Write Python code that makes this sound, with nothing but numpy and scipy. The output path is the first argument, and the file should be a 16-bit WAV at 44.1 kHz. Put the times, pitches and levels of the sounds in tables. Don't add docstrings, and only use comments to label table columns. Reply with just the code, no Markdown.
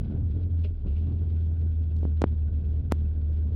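import sys
import numpy as np
from scipy import signal
from scipy.fft import rfft, irfft, next_fast_len
from scipy.io import wavfile
from scipy.ndimage import uniform_filter1d

SR = 44100
rng = np.random.default_rng(int(sys.argv[2]) if len(sys.argv) > 2 else 0)


def inscribe(sig):
    pcm = np.round(np.clip(np.atleast_2d(sig).T, -1, 1) * 32767)
    wavfile.write(sys.argv[1], SR, pcm.astype(np.int16))


N = 156555
CYLINDERS = 4


def undb(db):
    return 10 ** (np.asarray(db) / 20)


def unit(x):
    return x / np.sqrt(np.mean(x ** 2))


def curve(rows):
    return np.interp(np.arange(N) / SR, *np.array(rows).T)


def noise():
    return rng.standard_normal(N)


def walk(rate):
    hold = int(SR / rate)
    steps = np.repeat(rng.standard_normal(N // hold + 1), hold)
    smooth = uniform_filter1d(uniform_filter1d(steps, hold), hold)
    return unit(smooth[:N])


def filtered(x, response):
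    size = next_fast_len(2 * N)
    hz = np.maximum(np.fft.rfftfreq(size, 1 / SR), 1e-3)
    return irfft(rfft(x, size) * response(hz), size)[:N]


def colour(x, points):
    hz, db = np.array(points).T
    return filtered(x, lambda f: undb(np.interp(np.log(f), np.log(hz), db)))


def swell(start, attack, decay):
    age = np.arange(N) / SR - start
    return np.clip(age / attack, 0, 1) * np.exp(-np.maximum(age - attack, 0) / decay)


def hump(centre, half):
    return np.exp(-((np.arange(N) / SR - centre) / half) ** 2)


# time in seconds, firings per second.
SPEED_CURVE = [(0.0, 69), (0.15, 76.4), (0.2, 80.6), (0.29, 84.7), (0.325, 68.3), (0.36, 87.6),
               (0.45, 85.7), (0.6, 81.7), (0.72, 84), (0.8, 63), (0.84, 69), (0.92, 69.7), (0.98, 79.5),
               (1.21, 81.8), (1.6, 80.6), (2.0, 78.2), (2.4, 76), (2.9, 76.5), (3.55, 75.8)]
SPEED_WANDER = 0.0096


def firing_rate():
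    return curve(SPEED_CURVE) * (1 + SPEED_WANDER * walk(40))


# centre in seconds, half length in seconds, depth in dB.
STUMBLE_ROWS = [(0.02,0.0086,16.5),(0.058,0.0086,15.5),(0.102,.013,14),(.135,0.0098,12.5),(0.167,.01,10.5),(0.224,0.01,15.5),(0.374,0.0087,5),(.415,.012,9.5),(0.496,0.017,9.5),(0.768,0.029,6.5),(0.863,.017,16.5),
                (1.116,.015,4),(1.543,.018,4),(2.252,.014,11),(2.35,.014,6),(2.512,.02,6.5),(2.631,.012,12),(2.736,.01,5),(2.835,.016,9),(2.889,.02,8.5),(3.145,0.017,8),(3.51,0.0084,10)]


def stumbles():
    return sum(depth * hump(centre, half) for centre, half, depth in STUMBLE_ROWS)


# time in seconds, rms level in dB.
BOOM_LEVEL = [(0.0, -31.5), (0.2, -23), (0.3, -25.5), (0.6, -23.5), (0.7, -26.5), (0.8, -33), (0.9, -22),
              (1.05, -26), (1.5, -24.5), (2.2, -23.5), (2.7, -24), (3.1, -25), (3.55, -24.5)]
BOOM_TRIM_DB, BOOM_FLUTTER_DB = 0.15, 1.2
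CABIN_HZ, SLIP_SHARE = 89.87, 0.6036


def boom(firing_hz, weak_db):
    slip = 1 - undb(-weak_db * SLIP_SHARE)
    boom_hz = firing_hz + slip * (CABIN_HZ - firing_hz)
    tone = np.sqrt(2) * np.sin(2 * np.pi * np.cumsum(boom_hz) / SR)
    level_db = curve(BOOM_LEVEL) + BOOM_TRIM_DB - weak_db + BOOM_FLUTTER_DB * walk(50)
    return tone * undb(level_db)


# time in seconds, level in dB.
RUMBLE_LEVEL = [(0,-37.5),(.11,-37.5),(.19,-38),(.25,-42),(.31,-44),(.35,-38),(.43,-39.5),(.48,-42.5),(.66,-44),(.77,-46),(.83,-46),(.862,-39.5),(.9,-42.5),(1.05,-41),(1.26,-41),(1.45,-44),(2.0,-43.5),(2.42,-43),(2.68,-41),(2.77,-42.5),(2.87,-43.5),(3.05,-43),(3.35,-43.5),(3.55,-39.5)]
# frequency in Hz, relative density in dB per Hz.
CABIN_COLOUR = [(15,-17.5),(30,-8),(55,-5.5),(75,-17.5),(110,3.5),(160,-0.5),(182,-4),(208,-1),(245,-6),(290,-8),(340,-10),(420,-13),(520,-20.5),(700,-27),(1000,-37.5),(1400,-42),(2000,-51),(5000,-81.5),(12000,-105)]
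RUMBLE_TRIM_DB, RUMBLE_FLUTTER_DB = 0.56, 1.36
FIRING_PULSE_DB, CYCLE_PULSE_DB = 3.3, 1.2
STUMBLE_SHAKE = 0.1


def rumble(cycles, weak_db):
    surge_db = FIRING_PULSE_DB * np.cos(2 * np.pi * CYLINDERS * cycles)
    surge_db = surge_db + CYCLE_PULSE_DB * np.cos(2 * np.pi * cycles) + RUMBLE_FLUTTER_DB * walk(25)
    shaking = unit(colour(noise() * undb(surge_db), CABIN_COLOUR))
    return shaking * undb(curve(RUMBLE_LEVEL) + RUMBLE_TRIM_DB + STUMBLE_SHAKE * weak_db)


# time in seconds, level in dB.
BUFFET_LEVEL = [(0,-32),(.13,-41),(.24,-35),(.42,-44.5),(.55,-51),(.8,-45.5),(1.0,-50),(1.4,-49.5),(2.2,-44),(2.65,-44),(2.9,-35),(3.05,-51.5),(3.55,-49)]
# frequency in Hz, relative density in dB per Hz.
BUFFET_SPECTRUM = [(12,-17.5),(25,-5),(52,5.5),(75,-4.5),(105,10),(160,-3.5),(200,-22),(400,-71),(1500,-110)]


def buffeting():
    return unit(colour(noise(), BUFFET_SPECTRUM)) * undb(curve(BUFFET_LEVEL))


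# multiple of the engine cycle, rms level in dB.
SHAFT_LINE_ROWS = [(2, -41), (3, -45), (5, -47), (6, -47.5), (7, -54), (8, -56), (10, -54.5), (11, -54.5),
                   (13, -57.5), (14, -56)]
SHAFT_FLUTTER_DB, SHAFT_WAVER = 3, .2
SHUDDER_S, SHUDDER_HALF_S, SHUDDER_DB = .84, 0.17, -36.5


def shaft_lines(cycles):
    tone = np.sin(4 * np.pi * cycles) * undb(SHUDDER_DB) * hump(SHUDDER_S, SHUDDER_HALF_S)
    effort_db = curve(RUMBLE_LEVEL) - np.mean(curve(RUMBLE_LEVEL))
    for multiple, db in SHAFT_LINE_ROWS:
        phase = multiple * cycles + rng.random() + SHAFT_WAVER * walk(12)
        tone = tone + np.sin(2 * np.pi * phase) * undb(db + effort_db + SHAFT_FLUTTER_DB * walk(14))
    return np.sqrt(2) * tone


# time in seconds, level in dB.
TREBLE_LEVEL = [(0,-73),(.16,-72),(.21,-79),(.27,-75),(.36,-74),(.44,-73),(.47,-83),(.5,-78),(.515,-75),(.62,-74.5),(.72,-79),(.85,-76),(1.15,-75.5),(1.46,-74),(1.53,-78),(1.62,-75),(2.1,-75.5),(2.14,-77.5),(2.18,-72.5),(2.39,-73.5),(2.44,-79),(2.47,-75),(2.58,-76),(2.63,-74.5),(2.8,-75.5),(2.87,-76.5),(3.0,-73.5),(3.2,-76),(3.39,-73.5),(3.45,-77),(3.48,-75),(3.55,-76)]
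# frequency in Hz, width in Hz, level in dB relative to the treble.
RING_ROWS = [(1499, 160, -1.5), (2606, 150, -9.5), (3320, 330, -11)]
# frequency in Hz, relative density in dB per Hz.
HISS_COLOUR = [(600,-12.5),(1200,-3),(1900,-3.5),(2250,0.5),(2650,-1),(2950,0),(3350,1),(3900,-2.5),(4400,-6),(5200,-11.5),(6500,-26.5),(9000,-39.5),(15000,-53)]
VALVE_PULSE_DB, VALVE_SCATTER_DB = 4, 2.5
HISS_DB = 1.46
HISS_PULSE_DB, HISS_CLUMP_DB, HISS_FLUTTER_DB = 0.86, 1.0, 2.2
STUMBLE_HUSH = .2


def valve_gear(cycles, weak_db):
    throb = np.cos(2 * np.pi * cycles)
    rings = 0
    for hz, width_hz, db in RING_ROWS:
        drive = noise() * undb(VALVE_PULSE_DB * throb + VALVE_SCATTER_DB * walk(30))
        ring = filtered(drive, lambda f: 1 / (1 + 1j * (f - hz ** 2 / f) / width_hz) ** 2)
        rings = rings + undb(db) * unit(ring)
    clumps_db = HISS_PULSE_DB * (throb + np.cos(4 * np.pi * cycles))
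    clumps_db = clumps_db + HISS_CLUMP_DB * walk(35) + HISS_FLUTTER_DB * walk(130)
    hiss = unit(colour(noise() * undb(clumps_db), HISS_COLOUR))
    return (rings + hiss * undb(HISS_DB)) * undb(curve(TREBLE_LEVEL) - STUMBLE_HUSH * weak_db)


def microphone_hiss():
    return undb(-101) * noise()


# start in seconds, attack in seconds, decay in seconds, level in dB.
SCUFF_ROWS = [(0.635,0.011,0.013,-49),(.864,.003,0.066,-64.5),(0.94,0.025,0.13,-68),(1.426,0.0029,0.0085,-65)]
# frequency in Hz, relative density in dB per Hz.
SCUFF_COLOUR = [(500,-17),(1200,-7),(1500,-7.5),(1750,-12.5),(2400,0),(2750,2.5),(3100,-3),(3550,-6),(5000,-14),(6500,-32.5),(13000,-36),(16000,-47.5)]
# frequency in Hz, peak level in dB, time to fall 60 dB in seconds.
FRAME_RINGS = [(409,-40.5,0.16),(606,-48,0.12)]
SCUFF_GRAIN_DB = 2.2
FRAME_S = .645


def scuffs():
    t = np.arange(N) / SR
    rub = unit(colour(noise() * undb(SCUFF_GRAIN_DB * walk(520)), SCUFF_COLOUR))
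    strokes = sum(undb(db) * swell(s, attack, decay) for s, attack, decay, db in SCUFF_ROWS)
    ring = 0
    for hz, db, t60 in FRAME_RINGS:
        ring = ring + undb(db) * np.sin(2 * np.pi * hz * t) * swell(FRAME_S, 0.0045, t60 / np.log(1000))
    return rub * strokes + ring


# start in seconds, level in dB.
TICK_ROWS = [(1.965,-60),(1.987,-63.5)]
# frequency in Hz, relative density in dB per Hz.
TICK_COLOUR = [(800,-2),(1500,-3),(2500,-5.5),(4000,0),(5200,-4.5),(6300,-5.5),(7800,-15.5),(10400,-13),(12000,-29),(16000,-48)]
# frequency in Hz, relative density in dB per Hz.
SHIMMER_COLOUR = [(4000,-18),(6300,-2.5),(7800,-7.5),(9200,-7.5),(9300,4),(9400,-8.5),(10400,-5.5),(10500,12),(10600,-6),(11300,-11.5),(15000,-14.5)]
TICK_DECAY_S = 0.003
SHIMMER_DB, SHIMMER_DECAY_S = -25.5, 0.077


def ticks():
    taps = sum(undb(db) * swell(s, .0005, TICK_DECAY_S) for s, db in TICK_ROWS)
    tails = sum(undb(db + SHIMMER_DB) * swell(s, .002, SHIMMER_DECAY_S) for s, db in TICK_ROWS)
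    return unit(colour(noise(), TICK_COLOUR)) * taps + unit(colour(noise(), SHIMMER_COLOUR)) * tails


# start in seconds, drive level in dB before filtering, body in Hz,
# edge in Hz, snap share from 0 to 1, top in Hz, left minus right of the thud in dB.
POP_ROWS = [(2.031,-16,300.2,481,0.03,1234,-3),(2.0521,-12.5,172,467,.001,2490,-8.5),(2.2188,-8.5,292,1080,0.36,8760,-10.5),(2.2405,-3,246,1330,0,5120,2.5),(2.9218,-7,211.2,1737,0.44,15010,3.5)]
POP_DAMPING = 0.9


def pops():
    out = np.zeros((2, N))
    for s, db, body_hz, edge_hz, snap, top_hz, pan_db in POP_ROWS:
        kick = np.zeros(N)
        kick[int(s * SR)] = undb(db) * SR / (2 * np.pi * body_hz)
        swing = filtered(kick, lambda f: 1 / (POP_DAMPING + 1j * (f / body_hz - body_hz / f)))
        swing = signal.sosfilt(signal.butter(4, top_hz, fs=SR, output="sos"), swing)
        thud = filtered(swing, lambda f: (1 - snap) / (1 + 1j * f / edge_hz) ** 2)
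        out += thud * undb(np.array([[pan_db], [-pan_db]]) / 2) + snap * swing
    return out


# start in seconds, length in seconds, level in dB before widening.
CRACKLE_ROWS = [(2.212,0.017,-43),(2.9123,0.014,-39)]
# frequency in Hz, relative density in dB per Hz.
CRACKLE_COLOUR = [(200,1.5),(900,1.5),(2000,-7.5),(5500,-21),(8000,-28),(10000,-39.5),(15000,-34.5)]
CRACKLE_SPREAD, CRACKLE_GRAIN_DB = 0.85, 3


def crackle():
    t = np.arange(N) / SR
    mid, side = (unit(colour(noise() * undb(CRACKLE_GRAIN_DB * noise()), CRACKLE_COLOUR)) for _ in range(2))
    grains = mid + CRACKLE_SPREAD * side * np.array([[1], [-1]])
    bursts = 0
    for s, length, db in CRACKLE_ROWS:
        bursts = bursts + undb(db) * np.sin(np.pi * np.clip((t - s) / length, 0, 1))
    return grains * bursts


# frequency in Hz, relative level in dB.
ECHO_COLOUR = [(200,-31),(700,-9),(2000,-1),(4000,-5),(6000,1),(9000,1),(14000,-8)]
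ECHO_DB, ECHO_T60_S = -30, 0.94


def cabin_echo(x):
    echo = []
    for _ in range(2):
        tail = colour(noise(), ECHO_COLOUR) * swell(0, .004, ECHO_T60_S / np.log(1000))
        echo.append(signal.fftconvolve(x, tail / np.linalg.norm(tail))[:N])
    return undb(ECHO_DB) * np.array(echo)


def scene():
    firing_hz = firing_rate()
    cycles = np.cumsum(firing_hz) / SR / CYLINDERS
    weak_db = stumbles()
    engine = boom(firing_hz, weak_db) + rumble(cycles, weak_db) + buffeting()
    engine = engine + shaft_lines(cycles) + valve_gear(cycles, weak_db)
    close = pops() + crackle()
    centre = engine + microphone_hiss() + scuffs() + ticks()
    return centre + close + cabin_echo(close.mean(axis=0))


BASS_SPLIT_HZ, BASS_CEILING_DB, LIMITER_S = 135, -21, .006
TOP_HZ = 16200


def record(dry):
    bass = filtered(dry.mean(axis=0), lambda f: 1 / (1 + (f / BASS_SPLIT_HZ) ** 8))
    window = int(LIMITER_S * SR)
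    envelope = uniform_filter1d(np.abs(signal.hilbert(bass)), window)
    gain = uniform_filter1d(np.minimum(1, undb(BASS_CEILING_DB) / (envelope + 1e-9)), window)
    limited = dry + bass * (gain - 1)
    return signal.sosfilt(signal.ellip(8, .2, 70, TOP_HZ, fs=SR, output="sos"), limited)


dry = scene()
out = record(dry)
inscribe(out)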